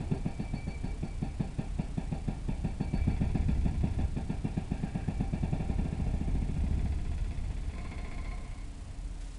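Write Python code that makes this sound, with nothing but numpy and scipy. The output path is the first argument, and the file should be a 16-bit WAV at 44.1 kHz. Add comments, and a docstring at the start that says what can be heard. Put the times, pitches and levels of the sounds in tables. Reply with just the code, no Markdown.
"""Two excavators break concrete in a road cutting, heard from the bank above through a small camera.
Over a bed of engines, traffic and fluttering hiss, one hydraulic breaker pounds slowly: piston thump,
cracking stone and ringing chisel, scattered off rubble and walls, with two early groans of steel.
At 3 s a second breaker rattles for a second, and returns as the first speeds up and stops near 7 s.
The second ends up clanging on steel until 8.6 s; a faint rustle close by comes last."""
import sys
import numpy as np
from scipy import signal
from scipy.fft import rfft, irfft
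from scipy.io import wavfile

SR = 44100
rng = np.random.default_rng(int(sys.argv[2]) if len(sys.argv) > 2 else 0)


def dump_mix(stems):
    """Bounce the given channels to the path in sys.argv[1] as a 16-bit WAV at rate SR."""
    frames = np.atleast_2d(stems).T  # one column per channel
    limited = np.clip(frames, -1, 1)  # hard clip at full scale
    pcm = np.round(limited * 32767).astype(np.int16)
    wavfile.write(sys.argv[1], SR, pcm)


N = 413658
TIME = np.arange(N) / SR

# colour of the camera's hiss: (frequency [Hz], relative level [dB])
HISS_COLOUR = [(500, -13), (2000, -5.5), (4500, 2.5), (6000, 2), (8200, 4), (10000, 1.5), (11000, -3.5)]
# the camera's electronic whines: (frequency [Hz], level [dB])
CAMERA_WHINES = [(7140, -82.5), (7852, -82.5)]
# low rumble of the site, swelling while the second breaker rattles, and tyre roar:
# (time [s], rumble level [dB], tyre level [dB])
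BED_LEVELS = [(0.0, -39, -58), (2.6, -39, -57.5), (3.6, -30.5, -61), (4.5, -38.5, -57), (6.7, -33.5, -59),
              (8.0, -38.5, -56.5), (9.38, -44.5, -59.5)]
# colour of the site's low rumble: (frequency [Hz], relative level [dB])
RUMBLE_COLOUR = [(18, -6.5), (28, -7.5), (38, -5), (50, -10.5), (70, -6.5), (100, -18.5), (140, -17),
                 (200, -24), (320, -31), (600, -60.5)]
# colour of the tyre roar: (frequency [Hz], relative level [dB])
TYRE_COLOUR = [(100, -28), (250, -4), (450, 6.5), (700, 9.5), (1000, 4), (1400, -0.5), (2300, 0.5),
               (3500, -4.5), (6000, -10.5)]
# engine hum: (frequency [Hz], level [dB])
ENGINE_TONES = [(40.5, -44), (95, -55.5), (285, -62), (430, -73)]
# rustle close to the camera: (start [s], length [s], level [dB])
RUSTLES = [(9.19, .19, -64.5)]
# steel under load, one list for each groan: (time [s], pitch [Hz], level [dB])
GROANS = [
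    [(.06, 359, -56), (.09, 364, -52), (.125, 394, -38.5), (.175, 379, -46), (.21, 385, -63)],
    [(.67, 579, -49), (.72, 521, -67), (.77, 449, -56), (.84, 409, -68), (.945, 437, -50), (.99, 452, -60)],
]
# the chisel scraping over concrete: (start [s], length [s], relative level [dB])
SCRAPES = [(2.94, .09, -62), (4.72, 0.41, -64)]
# resonances of the scrape: (frequency [Hz], width [Hz], relative level [dB])
SCRAPE_MODES = [(1650, 120, 15), (2080, 170, 1), (2620, 110, 8.5)]

# evenly paced bursts of the second breaker: (first stroke [s], last stroke [s])
RATTLE_BURSTS = [(2.974, 3.355), (3.42, 4), (5.653, 6.23), (6.292, 6.665), (6.728, 7.696), (7.735, 7.735),
                 (7.781, 8.578)]
# its strokes, on concrete first and steel at last, in relative levels:
# (time [s], recoil thud [dB], crack [dB], steel clang [dB])
RATTLE_LEVELS = [(3.0, -27, -55, -74), (4.0, -25.5, -55.5, -68), (5.65, -30.5, -67, -61),
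                 (6.0, -27.5, -67, -64), (6.95, -28, -54, -67), (7.69, -37.5, -58.5, -67),
                 (7.76, -42, -53.5, -52.5), (8.1, -48, -53, -49.5), (8.45, -50, -61, -57),
                 (8.6, -47, -70, -59.5)]
# resonances of its housing: (frequency [Hz], width [Hz], relative level [dB])
SECOND_HOUSING_MODES = [(220, 48, 6), (439, 125, 6.5), (558, 217, 3), (676, 210, 5.5), (1031, 34, 2),
                        (1389, 27, -2), (1720, 143, -3.5), (1995, 230, -1.5), (2610, 245, -3),
                        (3420, 123, -5.5), (4830, 380, -14)]
# modes of the steel it strikes: (frequency [Hz], width [Hz], relative level [dB])
STEEL_MODES = [(186, 36, 8), (716, 22, 2), (1039, 24, 2), (2060, 130, -7), (2170, 70, 1), (2290, 110, -7),
               (4183, 70, -14), (4344, 90, -16)]

# single blows as the first breaker feels its way into the slab: (time [s], relative level [dB])
SINGLE_BLOWS = [(0.0, -21), (0.112, -15), (0.252, -17), (0.392, -19), (0.531, -21.5), (0.669, -23.5),
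                (0.835, -21.5), (1.025, -21.5), (1.218, -19.5), (1.396, -16.5), (1.584, -17), (1.786, -19),
                (1.972, -18.5), (2.116, -19), (2.276, -18.5), (2.482, -18.5), (2.641, -17.5), (2.8, -16.5),
                (2.93, -16.5), (3.07, -15.5), (3.207, -14.5), (3.345, -15), (3.482, -16), (3.65, -17.5),
                (3.831, -16.5), (3.983, -17.5), (4.163, -18), (4.293, -17.5), (4.442, -17), (4.567, -17.5),
                (4.709, -18), (4.827, -19), (4.947, -18.5), (5.076, -17.5), (5.199, -17.5), (5.327, -17.5),
                (5.426, -18), (5.523, -16.5), (5.595, -18), (5.688, -18.5), (5.783, -20)]
# resonances of its housing and the slab: (frequency [Hz], width [Hz], relative level [dB])
FIRST_HOUSING_MODES = [(261, 122, 2), (425.6, 121, 2), (629.5, 87, 2), (789, 109, 0.5), (941, 62, -4),
                       (1395, 19, -9.5), (1609, 14, -8), (1805, 140, -13), (1980, 230, -23.5),
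                       (2350, 366, -11.5), (2760, 122, -11.5), (3460, 230, -18.5), (5100, 330, -27)]
# its ringing side plates: (frequency [Hz], width [Hz], relative level [dB])
PLATE_MODES = [(679, 40, -5), (782, 11.4, 8), (924, 23, -4.5)]
# bending modes of its chisel, in the order low, high, middle: (frequency [Hz], swell time [s])
CHISEL_MODES = [(2318, .035), (4465, .024), (3480, .02)]
# how freely the chisel rings, in relative levels: (time [s], low ring [dB], high ping [dB])
CHISEL_LEVELS = [(0.05, -68.5, -70), (0.58, -52, -61.5), (0.87, -60.5, -67), (1.45, -71, -70),
                 (2.5, -69, -72), (2.87, -57.5, -59.5), (3.25, -63, -72), (4.0, -73, -78),
                 (5.1, -62.5, -76), (6.1, -80, -82)]
# low slapback from the walls of the cutting: (delay [s], level [dB])
WALL_ECHOES = [(0.0197, -10), (0.046, -17), (0.09, -19)]


def from_db(db):
    """Decibels to gain."""
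    return 10 ** (np.asarray(db) / 20)


def rms_one(x):
    """Scale to unit rms."""
    return x / np.sqrt(np.mean(x ** 2) + 1e-20)


def drift(rate_hz):
    """Smooth random modulation with a spread of about 1."""
    step, run_in = 40, 2000
    pole = np.exp(-2 * np.pi * rate_hz * step / SR)
    white = rng.standard_normal(N // step + run_in + 2)
    slow = signal.lfilter([1], [1, -2 * pole, pole * pole], white)[run_in:]
    return np.interp(np.arange(N) / step, np.arange(len(slow)), rms_one(slow))


def noise(colour):
    """Steady noise of unit rms, rolling off below the colour's lowest point."""
    hz, db = np.transpose(colour)
    bin_hz = np.fft.rfftfreq(N, 1 / SR) + 1e-3
    gain = from_db(np.interp(np.log(bin_hz), np.log(hz), db)) * np.minimum(bin_hz / hz[0], 1) ** 2
    return rms_one(irfft(rfft(rng.standard_normal(N)) * gain, N))


def cut(x, hz, kind, order=2):
    """Butterworth low- or high-pass."""
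    return signal.sosfilt(signal.butter(order, hz, kind, fs=SR, output="sos"), x + 1e-18)


def delayed(x, delay_s):
    """The same sound, later."""
    return np.interp(TIME - delay_s, TIME, x, left=0)


def at_times(rows, when):
    """Read each column of a curve at the given times."""
    times, *columns = np.transpose(rows)
    return [np.interp(when, times, column) for column in columns]


def paced(first_s, last_s, spacing_s):
    """Evenly spaced times, about spacing_s apart."""
    return np.linspace(first_s, last_s, round((last_s - first_s) / spacing_s) + 1)


def clicks(times, db):
    """One impulse for each blow."""
    out = np.zeros(N)
    np.add.at(out, np.clip(np.round(times * SR).astype(int), 0, N - 1), from_db(db))
    return out


def ring(x, hz, width_hz):
    """A unit click starts a damped sine of height 1."""
    r, w = np.exp(-np.pi * width_hz / SR), 2 * np.pi * hz / SR
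    return signal.lfilter([0, np.sin(w)], [1, -2 * r * np.cos(w), r * r], x + 1e-18)


def body(x, modes):
    """Parallel resonances; white noise keeps its level through them."""
    t = TIME[:SR // 4]
    response = sum((-1) ** k * from_db(db) * width * np.exp(-np.pi * width * t)
                   * np.cos(2 * np.pi * hz * t) for k, (hz, width, db) in enumerate(modes))
    return signal.oaconvolve(x, response / np.linalg.norm(response))[:N]


def scatter(hits, t60_s, repeat, direct):
    """Dry hit plus a tail off the rubble: the share `repeat` is alike each time, air stirs the rest."""
    t = TIME[:SR // 2]
    tail = from_db(-60 * t / t60_s) * (1 - np.exp(-t / 0.00033))
    alike = signal.oaconvolve(hits, tail * rng.standard_normal(len(t)))[:N]
    stirred = np.sqrt(np.abs(signal.oaconvolve(hits ** 2, tail ** 2)[:N])) * rng.standard_normal(N)
    return direct * np.linalg.norm(tail) * hits + np.sqrt(repeat) * alike + np.sqrt(1 - repeat) * stirred


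def rubs(rows, uneven_db, fade_s):
    """Envelope of rubbing: each rub fades in, holds unevenly and fades out."""
    gain = sum(from_db(db) * np.clip(np.minimum(TIME - start, start + length - TIME) / fade_s, 0, 1)
               for start, length, db in rows)
    return gain * from_db(uneven_db * drift(13))


def camera_noise(hiss_db=-65, flutter_db=4.0, frame_hz=30):
    """Electronic hiss that steps up during part of every frame, and two faint whines."""
    phase = TIME * frame_hz % 1
    raised = (phase > .255) & (phase < .68)
    whine = sum(from_db(db) * np.sqrt(2) * np.sin(2 * np.pi * hz * TIME) for hz, db in CAMERA_WHINES)
    return from_db(hiss_db + flutter_db * raised) * noise(HISS_COLOUR) + whine


def site_bed():
    """Low rumble that swells while the second breaker rattles, tyre roar and wavering engine tones."""
    rumble_db, tyre_db = at_times(BED_LEVELS, TIME)
    bed = from_db(rumble_db) * noise(RUMBLE_COLOUR) + from_db(tyre_db) * noise(TYRE_COLOUR)
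    for hz, db in ENGINE_TONES:
        gain = from_db(db + 2 * drift(4.0)) * np.sqrt(2)
        cycles = hz * np.cumsum(1 + 0.00801 * drift(3.19)) / SR
        bed += gain * np.sin(2 * np.pi * cycles)
    return bed


def rustle():
    """A faint, bright brush of noise close by."""
    envelope = rubs(RUSTLES, uneven_db=3, fade_s=0.021)
    return envelope * noise([(1500, 0), (3000, 0), (10000, -3), (11500, -20)])


def steel_groans(rough_db=2):
    """Steel under load groans in rough, gliding tones."""
    groans = np.zeros(N)
    for rows in GROANS:
        times, hz, db = np.transpose(rows)
        cycles = np.cumsum(np.interp(TIME, times, hz) * (1 + 0.014 * drift(33))) / SR
        level_db = np.interp(TIME, times, db, left=-200, right=-200) + rough_db * drift(25)
        groans += from_db(level_db) * np.sin(2 * np.pi * cycles)
    return groans


def chisel_scrape(trim_db=3, slips_per_s=900):
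    """The chisel's point drags over concrete in dense little slips."""
    slips = rms_one((rng.random(N) < slips_per_s / SR) * rng.standard_normal(N))
    return from_db(trim_db) * rubs(SCRAPES, uneven_db=4, fade_s=.05) * body(slips, SCRAPE_MODES)


def second_breaker(spacing_s=.0645, return_s=0.0354, push_db=-5, spread_db=1):
    """A fast rattle: each crack pushes on the boom, then the piston is driven back up with a thud."""
    times = np.concatenate([paced(first, last, spacing_s) for first, last in RATTLE_BURSTS])
    variation_db = spread_db * rng.standard_normal((len(times), 3)).T
    thud_db, crack_db, clang_db = at_times(RATTLE_LEVELS, times) + variation_db
    recoil = clicks(times, thud_db + push_db) + clicks(times + return_s, thud_db)
    thuds = cut(cut(ring(recoil, hz=72, width_hz=30), 45, "high"), 125, "low")
    cracks = scatter(clicks(times, crack_db), t60_s=0.21, repeat=0.35, direct=0.42)
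    clangs = scatter(clicks(times, clang_db), t60_s=0.43, repeat=0.18, direct=0.33)
    return (from_db(8) * thuds + from_db(5) * body(cracks, SECOND_HOUSING_MODES)
            + from_db(4) * body(clangs, STEEL_MODES))


def pounding(sag_db_per_s=1, spread_db=0.5, crack_follows=0.45, crumble_db_per_s=6):
    """Times, thump and crack levels of the first breaker: single blows, then a run at full speed."""
    single_s, single_db = np.transpose(SINGLE_BLOWS)
    run_s = paced(first_s=5.847, last_s=6.842, spacing_s=.071)
    run_db = -22 - sag_db_per_s * (run_s - run_s[0])  # short strokes hit less hard
    run_db += spread_db * rng.standard_normal(len(run_s))
    times, thump_db = np.r_[single_s, run_s], np.r_[single_db, run_db]
    crack_db = -45 + crack_follows * (thump_db - single_db.mean())
    crack_db -= crumble_db_per_s * np.maximum(times - run_s[0], 0)  # at full speed the stone crumbles
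    return times, thump_db, crack_db


def chime(hits, hz, swell_s, waver_db=3):
    """A clean steel tone that swells as its echoes gather, then dies; the air makes it waver."""
    t = TIME[:SR // 3]
    tone = t / swell_s * np.exp(1 - t / swell_s) * np.sin(2 * np.pi * hz * t)
    steady = signal.oaconvolve(hits, tone)[:N]
    wander_s = drift(21) / (2 * np.pi * hz)  # the path length wanders by about a radian
    return delayed(steady, wander_s) * from_db(waver_db * drift(25))


def chisel_ring(times, crack_db, echo_s=.025, onset_s=.004):
    """The chisel rings in three bending modes; the lowest arrives late, by way of the walls."""
    low_db, ping_db = at_times(CHISEL_LEVELS, times)
    low = chime(clicks(times + echo_s, low_db), *CHISEL_MODES[0])
    ping = chime(clicks(times + onset_s, ping_db), *CHISEL_MODES[1])
    middle = chime(clicks(times + onset_s, crack_db - 27), *CHISEL_MODES[2])
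    return from_db(4) * (low + ping) + middle


def stone_cracks(hits):
    """Stone breaks with a tight snap and a long spray, coloured by housing and slab."""
    snap = scatter(hits, t60_s=.045, repeat=.7, direct=.6)
    spray = scatter(hits, t60_s=0.42, repeat=0.32, direct=0)
    return cut(body(from_db(1) * snap + from_db(2) * spray, FIRST_HOUSING_MODES), 4100, "low")


def side_plates(hits, echo_s=0.024):
    """The housing's side plates ring; the sound comes back off the walls."""
    return body(scatter(delayed(hits, echo_s), t60_s=0.24, repeat=0.091, direct=0.42), PLATE_MODES)


def thumps(blows, slam_s=.0085):
    """The piston knocks on the chisel and shoves the slab; the housing slams back with a deep thump."""
    slams = delayed(blows, slam_s)
    shove = from_db(-3) * ring(blows, hz=122, width_hz=70)
    rebound = ring(slams, hz=183, width_hz=60)
    weight = cut(cut(shove + rebound, 95, "high"), 600, "low")
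    knock = ring(.6 * delayed(blows, .002) + slams, hz=360, width_hz=130)
    direct = weight + from_db(-12) * cut(knock, 250, "high")
    echoes = sum(from_db(db) * delayed(direct, delay) for delay, db in WALL_ECHOES)
    tail = scatter(blows, t60_s=0.34, repeat=0.45, direct=0)
    boom = body(tail, [(158.0, 48, -4.5), (251, 210, -12.5)])
    return direct + echoes + from_db(-19) * cut(boom, 261, "low", order=4)


def first_breaker(crack_lag_s=.003):
    """The lead: every blow layers cracking stone, ringing steel and a thump."""
    times, thump_db, crack_db = pounding()
    hits = clicks(times + crack_lag_s, crack_db)
    return (stone_cracks(hits) + from_db(-6) * side_plates(hits)
            + chisel_ring(times, crack_db) + thumps(clicks(times, thump_db)))


def scene():
    """Both breakers over the bed, dulled by distance; only the close rustle stays bright."""
    site = first_breaker() + second_breaker() + steel_groans() + chisel_scrape() + site_bed()
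    distant = cut(site, 5600, "low", order=4)
    return (distant + rustle())[None]


def record(dry):
    """The camera adds its own noise and cuts the top end steeply."""
    high_cut = signal.cheby2(12, 60, 11940, fs=SR, output="sos")
    return signal.sosfilt(high_cut, dry + camera_noise())


dry = scene()
out = record(dry)
dump_mix(out)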